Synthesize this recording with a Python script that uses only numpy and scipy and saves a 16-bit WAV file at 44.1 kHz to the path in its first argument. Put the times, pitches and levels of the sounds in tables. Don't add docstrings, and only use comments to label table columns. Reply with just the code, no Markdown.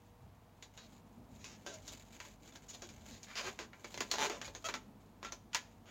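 import sys
import numpy as np
from scipy import signal
from scipy.fft import rfft, irfft
from scipy.io import wavfile
from scipy.ndimage import uniform_filter1d

SR = 44100
rng = np.random.default_rng(int(sys.argv[2]) if len(sys.argv) > 2 else 0)


def master_out(mix):
    frames = np.transpose(np.atleast_2d(mix))
    ceiling = np.clip(frames, -1, 1)
    pcm = np.round(ceiling * 32767).astype(np.int16)
    wavfile.write(sys.argv[1], SR, pcm)


N = 260190
TIME = np.arange(N) / SR

# (time [s], level [dB], bass [dB], treble [dB], note of the pinched skin [Hz], drag length [s])
SKIN_SNAPS = [(0.625, -54, -4, 3, 3900, .025), (0.776, -55.5, -4, 1, 3900, 0.091),
              (1.443, -51.5, -7, 5, 2570, 0.12), (1.664, -46, 6, 3.5, 1570, 0.081),
              (1.740, -55.5, 7, 15, 610, 0.022), (1.879, -50.5, -10, 10, 3680, .03),
              (2.202, -49.5, -10, -5, 960, 0.012), (2.252, -59, -3, -1, 580, .01),
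              (2.476, -63.5, 3, -1, 6990, 0.0088), (2.523, -63.5, 2, 2, 3560, .005),
              (2.558, -55, 1, 4, 1630, .015), (2.821, -51, 7.5, 9, 1590, 0.042),
              (2.890, -56.5, 7, 8, 2380, 0.026), (3.231, -54.5, -10, 14, 2780, 0.013),
              (3.590, -45, 3.5, -1, 1520, 0.063), (3.732, -55.5, -9, -17, 2260, 0.008),
              (3.844, -48.5, 1, -0.5, 2250, 0.016), (3.943, -49, -1, -0.5, 4200, .015),
              (3.976, -45.5, 3, 3, 2070, 0.0048), (4.006, -36.5, -0.5, 0, 670, 0.0082),
              (4.114, -34.5, -2, 7, 4200, 0.024), (4.139, -40.5, -1, -2, 673, 0.057),
              (4.298, -41, 5.5, -2, 1300, 0.074), (4.415, -45.5, -6, -3.5, 1190, 0.0125),
              (4.479, -51.5, 4, -3, 4340, 0.0076), (4.550, -48.5, 1.5, 0, 6460, .03),
              (4.687, -40.5, -4.5, -5.5, 1120, 0.015), (4.74, -41, -4, -3, 1330, 0.025),
              (5.229, -48.5, -3.5, -5.5, 1060, 0.021), (5.248, -46, -3.5, -5.5, 1330, 0.046),
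              (5.322, -45.5, 0.5, 3.5, 5980, 0.0075), (5.532, -50, -26, -4, 1400, 0.015),
              (5.547, -33.5, -14.5, -1.5, 915, 0.02)]
# (time [s], length [s], slip rate [Hz], unevenness [0-1],
# level [dB], bass [dB], treble [dB], note of the pinched skin [Hz])
TWISTS = [(1.393, 0.05, 902, 0.56, -65.5, -9, 8, 2390), (1.691, .09, 627.6, 0.11, -60, 11, -1, 638),
          (1.855, 0.047, 700, 0.58, -59.5, 1, 23, 4000), (2.685, 0.033, 902, 0.21, -52, -11, 9, 6960),
          (2.733, 0.026, 907, 0.31, -53, 7, 10, 3600), (2.819, .018, 347.5, .05, -55, 17, -1, 340),
          (3.109, 0.075, 904, 0.51, -60.5, -30, 6, 4200), (3.270, 0.088, 449, 0.49, -56.5, -10, -5.5, 2330),
          (3.355, 0.062, 558, 0.18, -42, -6, -5, 4900), (3.415, 0.058, 450, 0.51, -51.5, 1, 0, 3120),
          (3.445, 0.058, 378.2, 0.1, -44.5, -0.5, -5, 750), (4.184, .085, 140.8, 0.04, -36, 1.5, -1.5, 915),
          (4.226, 0.042, 404.7, .15, -45, 5.5, 3, 417), (4.446, 0.02, 800, 0.06, -48.5, -4, 2, 2450),
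          (4.643, 0.032, 646.4, 0.02, -41, 0.5, 0.5, 1400), (5.857, 0.065, 497, 0.3, -61.5, 2, -5, 3440)]
# (pitch [Hz], strength [dB], time to fade by 60 dB [s])
AIR_NOTES = [(248.5, -7, 0.48), (349.7, 5.5, 0.11), (417.5, -3.5, 0.29), (577, -1.5, 0.37), (878, -3, 0.28),
             (1009, 3, 0.22), (1376, 0.5, 0.19), (1571, 2.5, 0.14), (1700, -7, 0.25), (1922, -11, 0.25),
             (2324, 2, 0.14), (2500, -11, 0.055), (3440, 4, 0.062), (4665, -1.5, 0.2)]
# (frequency [Hz], boost or cut [dB])
SLIP_TONE = [(60, -13), (150, -26.5), (300, -0.5), (550, 2), (1000, -1), (1700, -1), (3000, -2),
             (5300, -5.5), (6200, -3.5), (6900, 0), (7500, -14), (8600, -23.5), (10500, -28), (15000, -29)]
# (start [s], end [s], level [dB])
FINGER_GLIDES = [(0.773, 0.95, -70), (1.346, 1.72, -69.5), (1.79, 2.0, -60), (2.107, 2.26, -60.5),
                 (2.45, 3.04, -66.5), (3.072, 3.538, -62), (3.903, 4.48, -61.5), (4.59, 4.707, -65)]
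# (frequency [Hz], boost or cut [dB])
GLIDE_TONE = [(200, -4), (600, 2), (1200, -5), (2300, 0.5), (3400, -1), (4300, -1.5), (5600, -2.5),
              (6900, 4), (7700, -6), (9000, -17), (15000, -14.5)]
# (time [s], hollow knock [dB], deep rumble [dB])
BUNDLE_BUMPS = [(.21, -67, -55.5), (.85, -67, -70), (1.182, -57.5, -59), (1.32, -61, -64), (1.57, -60, -72),
                (1.79, -69.5, -61), (2.92, -68, -58), (3.11, -57.5, -64), (3.451, -73, -63),
                (3.99, -52, -67), (4.18, -52, -68), (4.47, -66, -58), (4.75, -55.5, -72), (4.88, -61, -81)]
# (frequency [Hz], boost or cut [dB])
KNOCK_TONE = [(60, -20), (130, -8.5), (170, -5.5), (230, 4), (310, -9), (600, -15.5), (2000, -45.5)]
# (frequency [Hz], boost or cut [dB])
RUMBLE_TONE = [(35, -16.5), (65, -0.5), (100, -3.5), (140, -4.5), (250, -23), (800, -63.5)]
# (frequency [Hz], boost or cut [dB])
ROOM_TONE = [(18, -19), (30, 0.5), (43, -1.5), (81, -4), (237, -4), (379, -14.5), (479, -13.5),
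             (546, -18.5), (622, -8.5), (728, -10.5), (921, -11), (1550, -22), (6890, -34), (9190, -37),
             (15500, -34)]
# (pitch [Hz], level [dB])
HUM_NOTES = [(48.3, -71.5), (99.8, -70.5), (481, -79)]


def snaps(slip_hz=430, uneven=.33, creep_s=0.013, drag_delay_s=0.003):
    out = np.zeros(N)
    rising, fading = [(0, 0), (1, 10)], [(0, 0), (1, -10.5)]
    for start, db, bass_db, treble_db, skin_hz, length in SKIN_SNAPS:
        tone = bass_db, treble_db, skin_hz
        creep = drag(creep_s, slip_hz, uneven, rising, db - 21, *tone, fizz_db=-2)
        add(out, start - creep_s, creep)
        crisp_db = 3 + 0.15 * max(db + 46, -4)
        add(out, start, single_slip(db, *tone, fizz_db=crisp_db))
        tail = drag(length, slip_hz, uneven, fading, db - 6, *tone, fizz_db=-2)
        add(out, start + drag_delay_s, tail)
    return out


def single_slip(db, bass_db, treble_db, skin_hz, fizz_db):
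    ring = balloon_ring(crack_db=-2.5, skin_db=-3, ring_db=2.5, notes_db=-9.5, room_db=-12)
    ring = colour(ring, SLIP_TONE, bass_db, treble_db, skin_hz, fizz_db, peak_db=10)
    return set_level(ring, db, samples=int(.02 * SR))


def squeaks(chatter_hz=562.5, chatter_uneven=.4, chatter_db=-7, fizz_db=3.5):
    out = np.zeros(N)
    force = [(0, -2), (0.033, -6), (0.48, 0), (1, -6)]
    for start, length, slip_hz, uneven, db, bass_db, treble_db, skin_hz in TWISTS:
        tone = bass_db, treble_db, skin_hz, fizz_db
        add(out, start, drag(length, slip_hz, uneven, force, db, *tone))
        add(out, start, drag(length, chatter_hz, chatter_uneven, force, db + chatter_db, *tone))
    return out


def drag(length, slip_hz, uneven, force, db, bass_db, treble_db, skin_hz, fizz_db, speed_up=.06):
    length = max(length, 1 / slip_hz)
    waits, sizes = rng.standard_normal((2, 400))
    progress = np.minimum(np.arange(len(waits)) / (slip_hz * length), 1)
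    gaps = np.exp(uneven * waits - speed_up * (progress - .5)) / slip_hz
    times = np.cumsum(gaps) - gaps[0]
    times = times[times < length]
    force_db = np.interp(times / length, *np.transpose(force))
    scatter_db = 3 * np.sqrt(uneven) * sizes[:len(times)]
    slips = np.zeros(int(length * SR) + 1)
    np.add.at(slips, (times * SR).astype(int), amp(force_db + scatter_db))
    travel = np.linspace(0, np.pi / 2, len(slips))
    rub = 0
    for share in np.cos(travel), np.sin(travel):
        ring = balloon_ring(crack_db=-3.5, skin_db=-6.5, ring_db=-1.5, notes_db=-18, room_db=-12.5,
                            skin_fade_s=0.017, ring_fade_s=0.11)
        rub = rub + signal.fftconvolve(slips * share, ring)
    rub = colour(rub, SLIP_TONE, bass_db, treble_db, skin_hz, fizz_db, peak_db=8)
    return set_level(rub, db, samples=len(slips))


def balloon_ring(crack_db, skin_db, ring_db, notes_db, room_db, skin_fade_s=0.019, ring_fade_s=0.12):
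    size = 10000
    t = np.arange(size) / SR
    fade = lambda seconds: 1000 ** (-t / seconds)
    skin, blur, echo = rng.standard_normal((3, size))
    delay_s = 0.000698 / (1 + np.fft.rfftfreq(size, 1 / SR) / 6000)
    crack = irfft(np.exp(-2j * np.pi * np.cumsum(delay_s) * SR / size)) * fade(ring_fade_s)
    notes = 0
    for hz, db, fade_s in AIR_NOTES:
        strength = amp(db) * rng.uniform(-1.18, 1)
        pitch = hz * (1 + 0.0052 * rng.standard_normal())
        notes = notes + strength * np.sin(2 * np.pi * pitch * t) * fade(fade_s)
    rubber = amp(crack_db) * crack + amp(skin_db) * unit(skin * fade(skin_fade_s))
    air = amp(ring_db) * unit(blur * fade(ring_fade_s)) + amp(notes_db) * unit(notes)
    echo = unit(echo * fade(0.35) * np.minimum(t / 0.014, 1))
    return rubber + air + amp(room_db) * echo


def sliding_fingers(fingers=3, slips_per_s=300, resting_db=-82.5):
    hiss = 0
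    for _ in range(fingers):
        sizes = amp(np.minimum(5.5 * rng.exponential(size=N), 19))
        slips = (rng.random(N) < slips_per_s / SR) * sizes * np.sign(noise())
        pressure = amp(4 * np.tanh(drift(17)))
        ring = balloon_ring(crack_db=-4, skin_db=-1.5, ring_db=-1, notes_db=-12.5, room_db=-12)
        hiss = hiss + signal.oaconvolve(slips * pressure, ring)[:N]
    hiss = colour(hiss, GLIDE_TONE)
    volume = amp(resting_db)
    for start, end, db in FINGER_GLIDES:
        volume = np.maximum(volume, amp(db) * swell(start, end, rise_s=0.09, fall_s=0.061))
    return hiss / hiss.std() * volume * amp(3 * drift(35))


def jostling(work_starts_s=0.814, rise_s=0.021, fall_s=0.086):
    times, knock_db, rumble_db = np.transpose(BUNDLE_BUMPS)
    bumps = np.array([swell(time, time, rise_s, fall_s) for time in times])
    working = swell(work_starts_s, TIME[-1], rise_s, fall_s)
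    out = 0
    for tone, bump_db, steady_db in (KNOCK_TONE, knock_db, -65), (RUMBLE_TONE, rumble_db, -74.5):
        dull = colour(noise(), tone)
        volume = np.hypot(amp(bump_db) @ bumps, amp(steady_db) * working)
        out = out + dull / dull.std() * volume * amp(1.5 * drift(22.05))
    return out


def room(air_db=-63.5):
    air = colour(noise(), ROOM_TONE, size=8192)
    hum = 0
    for hz, db in HUM_NOTES:
        volume = np.sqrt(2) * amp(db + 1.85 * drift(3.93))
        hum = hum + volume * np.sin(2 * np.pi * hz * TIME + 0.94 * drift(3.13))
    return air / air.std() * amp(air_db) + hum


def colour(x, tone, bass_db=0, treble_db=0, peak_hz=1000, fizz_db=0, peak_db=0, size=2048):
    log_hz = np.log(np.maximum(np.fft.rfftfreq(size, 1 / SR), 1))
    hz, db = np.transpose(tone)
    gain_db = np.interp(log_hz, np.log(hz), db)
    gain_db += np.interp(log_hz, np.log([450, 1800, 6000]), [bass_db, 0, treble_db])
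    gain_db += np.interp(log_hz, np.log([8000, 12000]), [0, fizz_db])
    gain_db += peak_db / (1 + ((log_hz - np.log(peak_hz)) / 0.042) ** 2)
    folded = irfft(np.log(amp(gain_db)))
    folded[1:size // 2] *= 2
    folded[size // 2 + 1:] = 0
    return signal.fftconvolve(x, irfft(np.exp(rfft(folded))))[:len(x)]


def swell(start, end, rise_s, fall_s):
    return np.exp(np.minimum(TIME - start, 0) / rise_s - np.maximum(TIME - end, 0) / fall_s)


def drift(turns_per_s):
    step = int(SR / turns_per_s)
    wobble = uniform_filter1d(np.repeat(rng.standard_normal(N // step + 1), step), step)[:N]
    return wobble / wobble.std()


def noise():
    return rng.standard_normal(N)


def amp(db):
    return 10 ** (np.asarray(db) / 20)


def unit(x):
    return x / np.sqrt(np.sum(x ** 2) + 1e-18)


def set_level(x, db, samples):
    return x * amp(db) / np.sqrt(np.mean(x[:samples] ** 2))


def add(out, start_s, x):
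    i = max(int(start_s * SR), 0)
    out[i:i + len(x)] += x[:max(N - i, 0)]


def scene():
    return (snaps() + squeaks() + sliding_fingers() + jostling() + room())[None]


def record(dry, lowest_hz=41, highest_hz=15900):
    dry = signal.sosfilt(signal.butter(12, lowest_hz, "high", fs=SR, output="sos"), dry)
    return signal.sosfilt(signal.ellip(10, .2, 70, highest_hz, fs=SR, output="sos"), dry)


dry = scene()
out = record(dry)
master_out(out)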